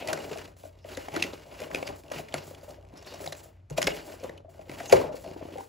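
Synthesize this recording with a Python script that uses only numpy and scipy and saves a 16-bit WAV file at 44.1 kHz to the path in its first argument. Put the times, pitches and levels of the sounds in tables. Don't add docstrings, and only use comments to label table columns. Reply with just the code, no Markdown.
import sys
import numpy as np
from scipy import signal
from scipy.fft import rfft, irfft, next_fast_len
from scipy.io import wavfile

SR = 44100
rng = np.random.default_rng(int(sys.argv[2]) if len(sys.argv) > 2 else 0)


def magnitude_from_level(level_db):
    exponent = np.asarray(level_db, float) / 20
    return 10 ** exponent


def wav_out(sig):
    wavfile.write(sys.argv[1], SR, np.round(np.clip(np.atleast_2d(sig).T, -1, 1) * 32767).astype(np.int16))


N = 250488


def rms_one(x):
    return x / np.sqrt(np.mean(x ** 2) + 1e-20)


def at_hz(points, hz):
    table_hz, values = np.array(points)[:, :2].T
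    return np.interp(np.log(hz + 1), np.log(table_hz), values)


def colour(x, points):
    size = next_fast_len(len(x))
    gain = magnitude_from_level(at_hz(points, np.fft.rfftfreq(size, 1 / SR)))
    return irfft(rfft(x, size) * gain, size)[:len(x)]


def resonance(x, hz, width_hz):
    r = np.exp(-np.pi * width_hz / SR)
    poles = [1, -2 * r * np.cos(2 * np.pi * hz / SR), r * r]
    return signal.lfilter([(1 - r * r) / 2, 0, (r * r - 1) / 2], poles, x)


def body(x, modes):
    out = 0
    for k, (hz, width_hz, level_db) in enumerate(modes):
        out = out + (-1) ** k * magnitude_from_level(level_db) * resonance(x, hz, width_hz)
    return out


def drift(rate_hz):
    r = np.exp(-2 * np.pi * rate_hz / SR)
    wander = signal.lfilter([1], [1, -2 * r, r * r], rng.standard_normal(N + SR))
    return rms_one(wander[SR:])


def grains(per_s, spread_db, clump_db, clump_rate):
    sizes = magnitude_from_level(spread_db * np.minimum(rng.exponential(1, N), 4)) * rng.choice([-1, 1], N)
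    slips = rng.random(N) < per_s / SR
    return sizes * slips * magnitude_from_level(clump_db * drift(clump_rate)) + 1e-18


def add(out, start_s, peak_db, sound):
    i = round(start_s * SR)
    piece = sound[:N - i]
    out[..., i:i + len(piece)] += np.multiply.outer(magnitude_from_level(peak_db) / np.max(np.abs(sound)), piece)


def burst(carrier, length_ms, rise):
    t = np.arange(len(carrier)) / (SR * max(length_ms, 0.4) / 1000)
    return carrier * (1 - np.exp(-(t / rise) ** 2)) * np.exp(-t * 1.12)


def strokes(rows, power_db, fade_db_per_s):
    start_s, hold_s = np.transpose(rows)[:2, :, None]
    t = np.arange(0, N + 64, 64) / SR - start_s
    grip = np.clip(t / 0.014, 0, 1)
    shape = grip * magnitude_from_level(power_db[:, None] - fade_db_per_s * np.maximum(t - hold_s, 0))
    return shape ** 2 + 1e-14


def spread(slow):
    return np.interp(np.arange(N) / 64, np.arange(len(slow)), slow)


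# pitch_hz, level_db (per Hz)
AIR = [(25, -21), (38, -30), (59, 0), (102, -23), (114, -1), (206, -28.5), (775, -33.5), (840, -46),
       (2200, -41), (4500, -52), (16000, -62)]
# pitch_hz, width_hz, level_db, steady_share
HUM = [(58, 14, -61, .3), (91.3, 5, -56.5, 2.2)]


def background():
    out = magnitude_from_level(-63.5) * rms_one(colour(rng.standard_normal(N), AIR))
    for hz, width_hz, level_db, steady in HUM:
        flutter = rms_one(resonance(rng.standard_normal(N + SR), hz, width_hz)[SR:])
        tone = np.sin(2 * np.pi * hz * np.arange(N) / SR)
        out += magnitude_from_level(level_db) * rms_one(flutter + steady * tone)
    return out


# pitch_hz, t60_s
ROOM_T60 = [(100, 0.55), (500, 0.33), (2000, 0.25), (6000, 0.17), (14000, 0.15)]


def room(x, onset_s):
    t, tail = np.arange(SR * 3 // 4) / SR, 0
    for hz in 45 * 2. ** np.arange(9):
        octave = signal.butter(2, [hz / np.sqrt(2), hz * np.sqrt(2)], "band", fs=SR, output="sos")
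        decay = magnitude_from_level(-60 * t / at_hz(ROOM_T60, hz) - 0.51 * np.log2(hz / 500))
        tail = tail + signal.sosfilt(octave, rng.standard_normal(len(t))) * decay
    tail = tail * (1 - np.exp(-t / onset_s))
    return signal.fftconvolve(x, tail / np.sqrt(np.sum(tail ** 2)))[:N]


def scatter(x, spread_s):
    t = np.arange(SR // 20) / SR
    echoes = rfft(rng.standard_normal(len(t)) * np.exp(-t / spread_s), N)
    lag = np.tanh(2 * np.cos(np.angle(echoes)))
    moving = 0.35 + 0.74 * np.tanh(2 * drift(7.8))
    return moving * irfft(1j * rfft(x) * lag, N)


# start_s, peak_db, pitch_hz, t60_s
THUMPS = [(0.08, -46, 127, 0.2), (0.963, -48, 91, 0.25), (1.124, -45, 145, 0.32), (1.879, -44.5, 106, 0.11),
          (2.167, -37, 138, 0.057), (2.341, -41, 143, 0.28), (3.257, -48.5, 147, 0.41),
          (3.71, -31.5, 138.7, 0.16), (3.843, -35.5, 171, 0.2), (4.697, -44, 134, 0.71),
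          (4.925, -49, 156, 0.21),
          (1.26, -51, 137, 0.12),
    (1.896, -47, 56.7, 0.13),
    (3.719, -44, 51.8, 0.32),
    (3.873, -40, 44.8, 0.1),
    (4.932, -29.5, 112.4, 0.11),
    (4.952, -34.5, 55, 0.065),
]


def thumps():
    out, t = np.zeros(N), np.arange(SR // 2) / SR
    for start_s, peak_db, hz, t60_s in THUMPS:
        swell = 1 - np.exp(-t / 0.007)
        decay = magnitude_from_level(-60 * t / max(t60_s, 0.03))
        add(out, start_s, peak_db, np.sin(2 * np.pi * hz * t) * swell * decay)
    return out


# start_s, hold_s, level_db, pitch_hz, width_hz
SLIDES = [(-.01, 0.057, -45, 2500, 900), (0.81, 0.018, -64, 5270, 400), (1.844, 0.023, -48, 4700, 400),
          (2.151, 0.021, -46, 2560, 500), (2.331, 0.025, -42.5, 1300, 448), (2.957, .03, -65, 5470, 300),
          (3.067, 0.069, -55, 4240, 1400), (3.36, 0.031, -51.5, 7600, 900), (3.48, 0.13, -77.5, 1890, 1180),
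          (3.884, 0.036, -47, 2750, 400), (3.954, 0.09, -64, 4700, 400), (4.872, 0.025, -46.5, 6500, 694),
          (4.963, 0.1, -54.5, 2180, 1800), (5.145, 0.027, -58.5, 4500, 700), (5.23, 0.078, -64, 4440, 500)]


def slides():
    powers = strokes(SLIDES, np.transpose(SLIDES)[2], fade_db_per_s=840)
    fine = grains(9000, spread_db=1.5, clump_db=3.5, clump_rate=40)
    out = np.zeros(N)
    for (_, _, _, hz, width_hz), power in zip(SLIDES, powers):
        patch = resonance(resonance(fine, hz, width_hz), hz, 2 * width_hz)
        out += spread(np.sqrt(power)) * rms_one(patch)
    return out


# pitch_hz, width_hz, level_db
BOX = [(285, 89, -2), (350, 80, 2.5), (430, 148, -1.5), (500, 43, -4.5), (593.5, 66, -1.5), (804, 55, -2.5),
       (875, 105, -6), (145, 23, -5.5)]


def box_air(x):
    return body(x, BOX)


# pitch_hz, level_db
PAPER = [(900, 5.5), (1500, -2), (2500, -6), (4000, -22.5), (6000, -20), (8000, -24.5), (10000, 6)]


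def fibres(clicks, centre_hz, cycles):
    pitches, dealt, out = np.geomspace(1000, 8000, 14), rng.integers(0, 14, N), 0
    for k, hz in enumerate(pitches):
        near_db = 7 * np.exp(-(np.log2(hz / centre_hz) / 0.66) ** 2)
        gain = magnitude_from_level(at_hz(PAPER, hz) + near_db + 3.66 * drift(6.4)) * np.sqrt(hz)
        out = out + gain * resonance(clicks * (dealt == k) + 1e-18, hz, hz / cycles)
    return out


# start_s, hold_s, wall_db, face_db, scrape_centre_hz
STROKES = [(-.02, 0.061, -42, -49, 2600), (.072, 0.025, -37, -43, 3360), (.132, 0.089, -40.5, -50, 3000),
           (0.218, 0.073, -37.5, -50.5, 2960), (.3, 0.1, -46.5, -50.5, 2660), (.4, 0.094, -65, -65, 2460),
           (0.558, 0.31, -62, -69.5, 4470), (0.848, 0.49, -49, -52.5, 2710),
           (1.125, 0.08, -36.5, -48, 3590), (1.307, 0.31, -51.5, -59.5, 2800),
           (1.53, 0.13, -59, -54.5, 2580), (1.59, 0.029, -41.5, -56.5, 3000),
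           (1.695, 0.2, -42.5, -50.5, 3270), (2.03, 0.1, -50, -63.5, 2380), (2.109, 0.087, -44, -47, 2770),
           (2.28, 0.058, -51.5, -60, 3000), (2.329, 0.057, -45, -48.5, 3220),
           (2.501, 0.22, -53.5, -61, 2450), (2.77, 0.079, -59.5, -74, 2600),
           (2.86, 0.059, -56, -74.5, 2400), (2.915, 0.016, -48.5, -67.5, 2510),
           (2.949, 0.08, -56.5, -60, 5260), (3.052, 0.14, -48, -50, 4290),
           (3.206, 0.056, -44.5, -57.5, 3480), (3.332, 0.067, -51.5, -58.5, 5520),
           (3.452, 0.0078, -60, -63, 2380), (3.5, 0.08, -77, -89.5, 1904)]
# start_s, hold_s, wall_db, face_db, scrape_centre_hz
LID_STROKES = [(3.696, 0.047, -45, -57.5, 2800), (3.763, 0.012, -33.5, -36, 2770),
               (3.816, 0.15, -43.5, -45.5, 2780), (4.074, 0.038, -44, -53.5, 2550),
               (4.162, 0.13, -48.5, -58.5, 2470), (4.489, 0.2, -54, -65, 2290),
               (4.687, 0.24, -47.5, -54.5, 2480), (4.826, 0.032, -40, -52, 6000),
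               (4.9, 0.021, -34.5, -43.5, 2810), (4.911, 0.036, -31.5, -38, 2410),
               (4.976, 0.067, -36.5, -53.5, 2500), (5.111, 0.045, -65, -55.5, 4500),
               (5.233, 0.15, -48.5, -56.5, 4090), (5.426, 0.11, -49, -58.5, 2500),
               (5.541, 0.044, -51.5, -57, 2500)]
# start_s, hold_s, hiss_db
BRUSHES = [(0.561, 0.097, -57), (1.945, 0.051, -54.5), (2.43, 0.077, -54), (2.616, 0.09, -58),
           (3.2, 0.066, -47.5), (3.36, 0.025, -52.5), (3.424, 0.014, -52), (3.995, 0.14, -54.5),
           (4.489, 0.022, -61.5), (4.685, .2, -54), (5.146, 0.079, -54.5), (5.587, 0.054, -55)]
# pitch_hz, width_hz, level_db
FLAPS = [(1500, 210, -1.5), (2140, 1580, 16), (2900, 91, 21.5), (3570, 700, -9.5), (4700, 1740, 9.5),
         (6000, 57, 1)]
# pitch_hz, level_db
HISS = [(6000, -5.5), (8000, -1), (10000, -5.5), (13000, -6.5), (17000, -3.5)]


def rubbing():
    rows = STROKES + LID_STROKES
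    wall_db, face_db, hz = np.transpose(rows)[2:]
    hiss_db = face_db - 3.5 - 5.5 * np.log2(hz / 3000)
    walls = strokes(rows, wall_db, fade_db_per_s=138)
    faces = strokes(rows, face_db, fade_db_per_s=180)
    hisses = np.vstack([strokes(rows, hiss_db, fade_db_per_s=240),
                        strokes(BRUSHES, np.transpose(BRUSHES)[2], fade_db_per_s=240)])
    centre_hz = spread(hz @ faces / faces.sum(0))
    on_wall, on_face, on_hiss = [spread(np.sqrt(p.sum(0))) for p in (walls, faces, hisses)]

    clumps = magnitude_from_level(2.02 * drift(24))
    coarse = grains(1200, spread_db=1.0, clump_db=2.5, clump_rate=6.9)
    wall = rms_one(clumps * box_air(coarse))
    wall = signal.sosfilt(signal.butter(2, 1300, fs=SR, output="sos"), wall)
    fine = clumps * grains(4500, spread_db=2.2, clump_db=3.0, clump_rate=40)
    face = rms_one(fibres(fine, centre_hz, cycles=2.9)) + magnitude_from_level(-2.5) * rms_one(body(fine, FLAPS))
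    finest = clumps * grains(13000, spread_db=-13.0, clump_db=1.1, clump_rate=18.0)
    hiss = rms_one(colour(finest, HISS))
    return magnitude_from_level(-0.5) * on_wall * wall + on_face * face + on_hiss * hiss


# start_s, peak_db, pitch_hz, length_ms
KNOCKS = [(0.083, -30.5, 650, 7.4), (0.1315, -28, 614, 4.6), (.175, -28.5, 624, 1.8),
          (0.312, -28, 420, 7.1), (0.358, -34.5, 660, 3.5), (0.638, -38, 586, 2), (0.847, -35.5, 604, 5.7),
          (0.973, -33, 525, 5.3), (1.084, -29.5, 745, 1.8), (1.134, -44.5, 650, 7.3),
          (1.1645, -24.5, 344, 8.8), (1.335, -30, 430, 1.7), (1.601, -39.5, 500, 6.5),
          (1.706, -43, 660, 5.2), (1.748, -23.5, 467, 1.44), (1.759, -37, 403, 1.9), (1.772, -34, 437, 3.1),
          (1.827, -26, 550, 2.5), (2.115, -29.5, 590, 3), (2.194, -34.5, 650, 3.9),
          (2.342, -20.5, 660, 1.2), (2.511, -39, 540, 3.4), (2.63, -43.5, 567, 6.3), (2.678, -39, 596, 14),
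          (2.935, -43, 320, 6.2), (3.118, -41.5, 503, 6.4), (3.142, -39, 680, 4.2), (3.203, -38, 616, 5.2),
          (3.274, -30.5, 733, 3.7), (3.324, -33, 640, 3.7)]
# start_s, peak_db, pitch_hz, length_ms
LID_KNOCKS = [(3.711, -37, 453, 4), (3.782, -17.5, 630, 4.5), (3.872, -19.5, 410, 3),
              (4.244, -25.5, 533, 2.4), (4.297, -33, 428, 1.8), (4.446, -43, 629, 7.4),
              (4.593, -38, 626, 5.1), (4.696, -31.5, 303, 2.5), (4.717, -36, 460, 2.1),
              (4.804, -31.5, 693, 5.3), (4.898, -34, 818, 6.5), (4.926, -6.5, 541, 4.7),
              (5.143, -32.5, 480, 3.7), (5.245, -35.5, 663, 10.4), (5.3139, -31, 333, 2),
              (5.3623, -33.5, 350, 2.8), (5.411, -35.5, 627, 4.7), (5.4533, -32.5, 331, 2.3),
              (5.52, -39, 330, 4.1), (5.536, -37, 310, 3.3), (5.5566, -32, 530, 3.6), (5.575, -38, 787, 15)]
# start_s, peak_db, pitch_hz, length_ms
LID = [
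    (4.927, -13, 393, 7),
    (4.9375, -14.5, 397, 2.6),
    (4.9437, -18, 430, 2.2),
    (4.975, -26, 554, 7.2),
    (5.085, -32, 607, 21),
    (5.2793, -35.5, 350, 2.2),
    (5.426, -30, 350, 1.2),
    (5.596, -43, 890, 4.3),
    (2.695, -43, 606, 7.3),
    (2.783, -46, 600, 6.9),
]
# start_s, peak_db, pitch_hz, length_ms
MORE_KNOCKS = [(.012, -38, 744, 2.9), (.025, -29, 600, 1.7), (.094, -29, 610, 4.4), (.324, -29.5, 430, 1.2),
               (1.247, -31, 300, 4.8), (.566, -52, 616, 2.8), (.652, -41, 627, 9.1), (0.885, -51, 636, 2.5),
               (1.466, -43.5, 600, 7.3), (1.524, -47, 638, 4.5), (1.617, -36, 517, 4), (1.668, -38, 558, 4.1),
               (2.038, -48, 304, 3.6), (2.162, -33.5, 350, 1.9), (.974, -36.5, 270, 8), (2.906, -52, 616, 4.6),
               (3.025, -52, 595, 3.1), (3.24, -40.5, 557, 6.6), (3.457, -44.5, 624, 4.3),
               (3.882, -18.5, 613, 1.54), (4.095, -60, 592, 4.5), (4.14, -36, 544, 1.5), (4.207, -43, 502, 4),
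               (4.231, -35.5, 557, 4.2), (4.402, -48, 412, 2), (4.48, -47.5, 666, 12.5), (4.546, -49, 663, 4.8),
               (4.675, -44.5, 497, 3.5), (4.838, -38, 500, 2.9), (5.04, -29, 556, 3.5), (5.178, -43, 538, 8.8),
               (5.261, -34, 609, 6.1), (5.486, -41, 589, 5.1), (5.586, -36.5, 430, 2.2), (5.606, -35.5, 900, 3.8)]


def knocks():
    out, t = np.zeros(N), np.arange(4096) / SR
    soft = signal.butter(2, 1200, fs=SR, output="sos")
    for start_s, peak_db, hz, length_ms in KNOCKS + LID_KNOCKS + LID + MORE_KNOCKS:
        swing = signal.sosfilt(soft, burst(np.sin(2 * np.pi * hz * t), length_ms, rise=0.34))
        puff = burst(rng.standard_normal(len(t)), length_ms, rise=0.82)
        air = box_air(signal.sosfilt(soft, puff))
        add(out, start_s - 0.0002, peak_db + 1.5, rms_one(swing) + magnitude_from_level(-7) * rms_one(air))
    return out


def snaps(rows, ring_db, crack_db):
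    out = np.zeros(N)
    edge = signal.butter(2, [900, 9000], "band", fs=SR, output="sos")
    treble = signal.butter(4, 11000, "high", fs=SR, output="sos")
    for start_s, peak_db, hz, length_ms in rows:
        noise, start_s = rng.standard_normal(2048), start_s - 0.001
        hit = burst(noise, length_ms, rise=0.64)
        sharp = burst(noise, length_ms / 2, rise=0.55)
        add(out, start_s, peak_db + ring_db, resonance(hit, hz, 340))
        add(out, start_s, peak_db + ring_db - 27.5, resonance(hit, hz * 1.38, 310))
        add(out, start_s, peak_db + crack_db, signal.sosfilt(edge, hit))
        add(out, start_s, peak_db + crack_db / 2 - 18, signal.sosfilt(treble, sharp))
    return out


# start_s, peak_db, pitch_hz, length_ms
TICKS = [(0.074, -30.5, 2140, 3.6), (0.1745, -39.5, 2520, 1.7), (0.0839, -28.5, 2310, 3.6),
         (0.097, -34, 3000, 1.2), (0.3186, -41, 2870, 1.3), (0.3852, -37, 6000, 0.89),
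         (1.164, -23.5, 1360, 1.8), (.476, -46, 1770, 3.5), (0.567, -55, 2000, 2), (.634, -50.5, 2800, 1.9),
         (.788, -57, 3280, 2.6), (1.173, -32, 1800, 1.3), (1.2245, -22, 3800, 2.58),
         (1.617, -36, 2200, 2.6), (1.669, -54, 2000, 1.5), (1.889, -37, 2480, 1.2),
         (2.0363, -46.5, 2540, 1.5), (2.0666, -60, 2560, 1.5), (2.082, -47, 2730, 2),
         (2.102, -43, 2620, 1.1), (2.1845, -31.5, 2590, 3.6), (2.6123, -51, 4800, 1.2),
         (2.6214, -51.5, 2030, 1.5), (2.8115, -58.5, 2950, 1.5), (2.827, -55, 2800, 1.4),
         (2.851, -55, 2500, 1.2), (2.8808, -59, 2000, 1.2), (2.888, -55, 2860, 1.5),
         (1.2249, -13.5, 2610, 2), (2.9394, -53, 2590, 1.5), (3.0235, -55.5, 2180, 2),
         (3.1946, -42, 2080, 1), (3.2101, -50, 2080, 1.5), (3.327, -33, 4030, 2.9),
         (3.351, -39.5, 2250, 1.5), (4.2, -48.5, 5300, 2), (4.594, -56, 2200, 1.7), (4.613, -50, 2490, 2.3),
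         (4.7152, -38, 2200, 2.3), (4.9241, -20, 4580, 2.4), (5.1684, -44, 2140, 2.1),
         (5.2626, -46, 2700, 1.5), (5.277, -43, 2400, 1.5), (5.312, -44.5, 2400, 2),
         (5.423, -57, 2350, 1.5), (5.451, -51, 2330, 1.3), (5.4887, -59, 2320, 2), (5.5237, -49, 2700, 1.7),
         (5.535, -48, 2500, 1.3), (5.574, -45, 3000, 1.5)]


def fibre_ticks():
    return snaps(TICKS, ring_db=-2.0, crack_db=-4.0)


# start_s, peak_db, pitch_hz, length_ms
SNAPS = [(0.086, -37, 2730, 8.7), (0.1747, -31.5, 2110, 3), (0.314, -35, 2690, 2.1),
         (0.383, -37, 2250, 2.5), (0.843, -45, 2120, 3.7), (0.948, -39, 4040, 4.8),
         (1.0848, -33.5, 2230, 2.5), (1.152, -30, 2040, 1.4), (1.16, -26.5, 2180, 4.5),
         (1.204, -32, 2660, 2.3), (1.223, -20, 2670, 2.4), (1.236, -22.5, 2240, 5.4),
         (1.332, -36, 3820, 3.5), (1.7143, -33, 1760, 1.4), (1.747, -17, 2590, 1.8),
         (1.757, -24, 2480, 2.5), (1.8262, -29, 2330, 3.9), (1.875, -25, 2420, 2.8),
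         (2.284, -39.5, 2300, 4.4), (2.324, -36.5, 3060, 2.4), (3.045, -47, 3600, 6.7),
         (3.276, -26, 4000, 0.82), (3.871, -12, 2210, 4), (4.294, -35.5, 1930, 2.45),
         (4.376, -43, 2850, 3.5), (4.6956, -32, 2060, 1.64), (4.8012, -29.5, 1620, 3.1),
         (4.896, -30, 2840, 7.9), (5.413, -48, 2250, 12), (5.5525, -48, 2760, 2.3)]
# start_s, peak_db, pitch_hz, length_ms
CRACKS = [(0.0737, -30, 4750, 2.2), (0.13, -21.5, 1500, 3.1), (0.215, -42, 2060, 11),
          (0.375, -35, 2610, 1.16), (0.9709, -29, 1800, 3.1), (1.142, -33.5, 2210, 0.8),
          (1.524, -51, 2220, 4.1), (1.6032, -34, 2040, 1.6), (1.8683, -34, 4560, 5.3),
          (2.1175, -33, 2000, 3.1), (2.3413, -21, 2170, 1.5), (2.547, -41.5, 3040, 3.5),
          (2.706, -46, 4700, 3.6), (2.968, -46, 5140, 9.5), (3.137, -40.5, 5470, 5.9),
          (3.242, -38.5, 1720, 2.2), (3.2609, -33, 2080, 4.3), (3.322, -31.5, 1760, 4.6),
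          (3.7, -39.5, 5920, 1.7), (3.7082, -38.5, 5440, 0.78), (3.776, -23.5, 2550, 6.8),
          (3.8169, -20.5, 2110, 3.3), (3.8278, -18, 2880, 1.4), (3.843, -27.5, 5230, 1.3),
          (3.8697, -17.5, 4340, 2), (4.236, -39.5, 1600, 3.9), (4.8578, -33.5, 2700, 1.7),
          (4.897, -31, 6360, 1.7), (4.9243, -14.5, 2260, 4.7), (5.583, -42, 2230, 2.1)]


def creases():
    return snaps(SNAPS, ring_db=-1.5, crack_db=-17.5) + snaps(CRACKS, ring_db=-4.5, crack_db=0)


# pitch_hz, level_db
ROOM_TONE = [(100, 0.5), (140, 2), (220, -6), (430, 1), (780, -8), (1300, -1), (2700, -5), (5000, -1)]
# pitch_hz, side_db
WIDTH = [(30, -36.5), (110, -18.5), (270, -20.5), (500, -3.5), (900, -6.5), (1500, -3.5), (2000, -8.5),
         (2500, -30.5), (7000, -29.5), (9500, -18.5), (16000, -13.5)]


def scene():
    dry = rubbing() + creases() + knocks() + thumps() + fibre_ticks() + slides()
    mid = dry + magnitude_from_level(-11) * colour(room(dry, onset_s=0.0005), ROOM_TONE) + background()
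    side = magnitude_from_level(5.5) * scatter(dry, spread_s=0.0016)
    side += magnitude_from_level(-6.5) * room(dry, onset_s=0.0018) + background()
    side = colour(side, WIDTH)
    return np.array([mid + side, mid - side])


# pitch_hz, left_minus_right_db
LEAN = [(100, 0), (250, .6), (500, 4), (700, 4.2), (1100, .7), (4000, 0)]


def microphone(dry):
    size = next_fast_len(N)
    hz = np.fft.rfftfreq(size, 1 / SR)
    turns = np.clip((hz - 6770) / 4360, 0, 2)
    turn = np.exp(1j * np.pi * turns - 0.25j * 0.56 * np.sin(4 * np.pi * turns))
    turn = turn * magnitude_from_level(-at_hz(LEAN, hz) / 2)
    top = magnitude_from_level(np.interp(hz, [20, 42, 15650, 15900, 16600, 16900], [-14, 0, 0, -36, -38, -70]))
    return irfft(rfft(dry, size) * top * np.array([1 / turn, turn]), size)[:, :N]


def band_limit(x):
    return signal.sosfilt(signal.butter(12, 17010, fs=SR, output="sos"), x)


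def record(dry):
    ports = microphone(dry)
    ports = 1.3 * np.tanh(ports / 1.3)
    return band_limit(ports)


dry = scene()
out = record(dry)
wav_out(out)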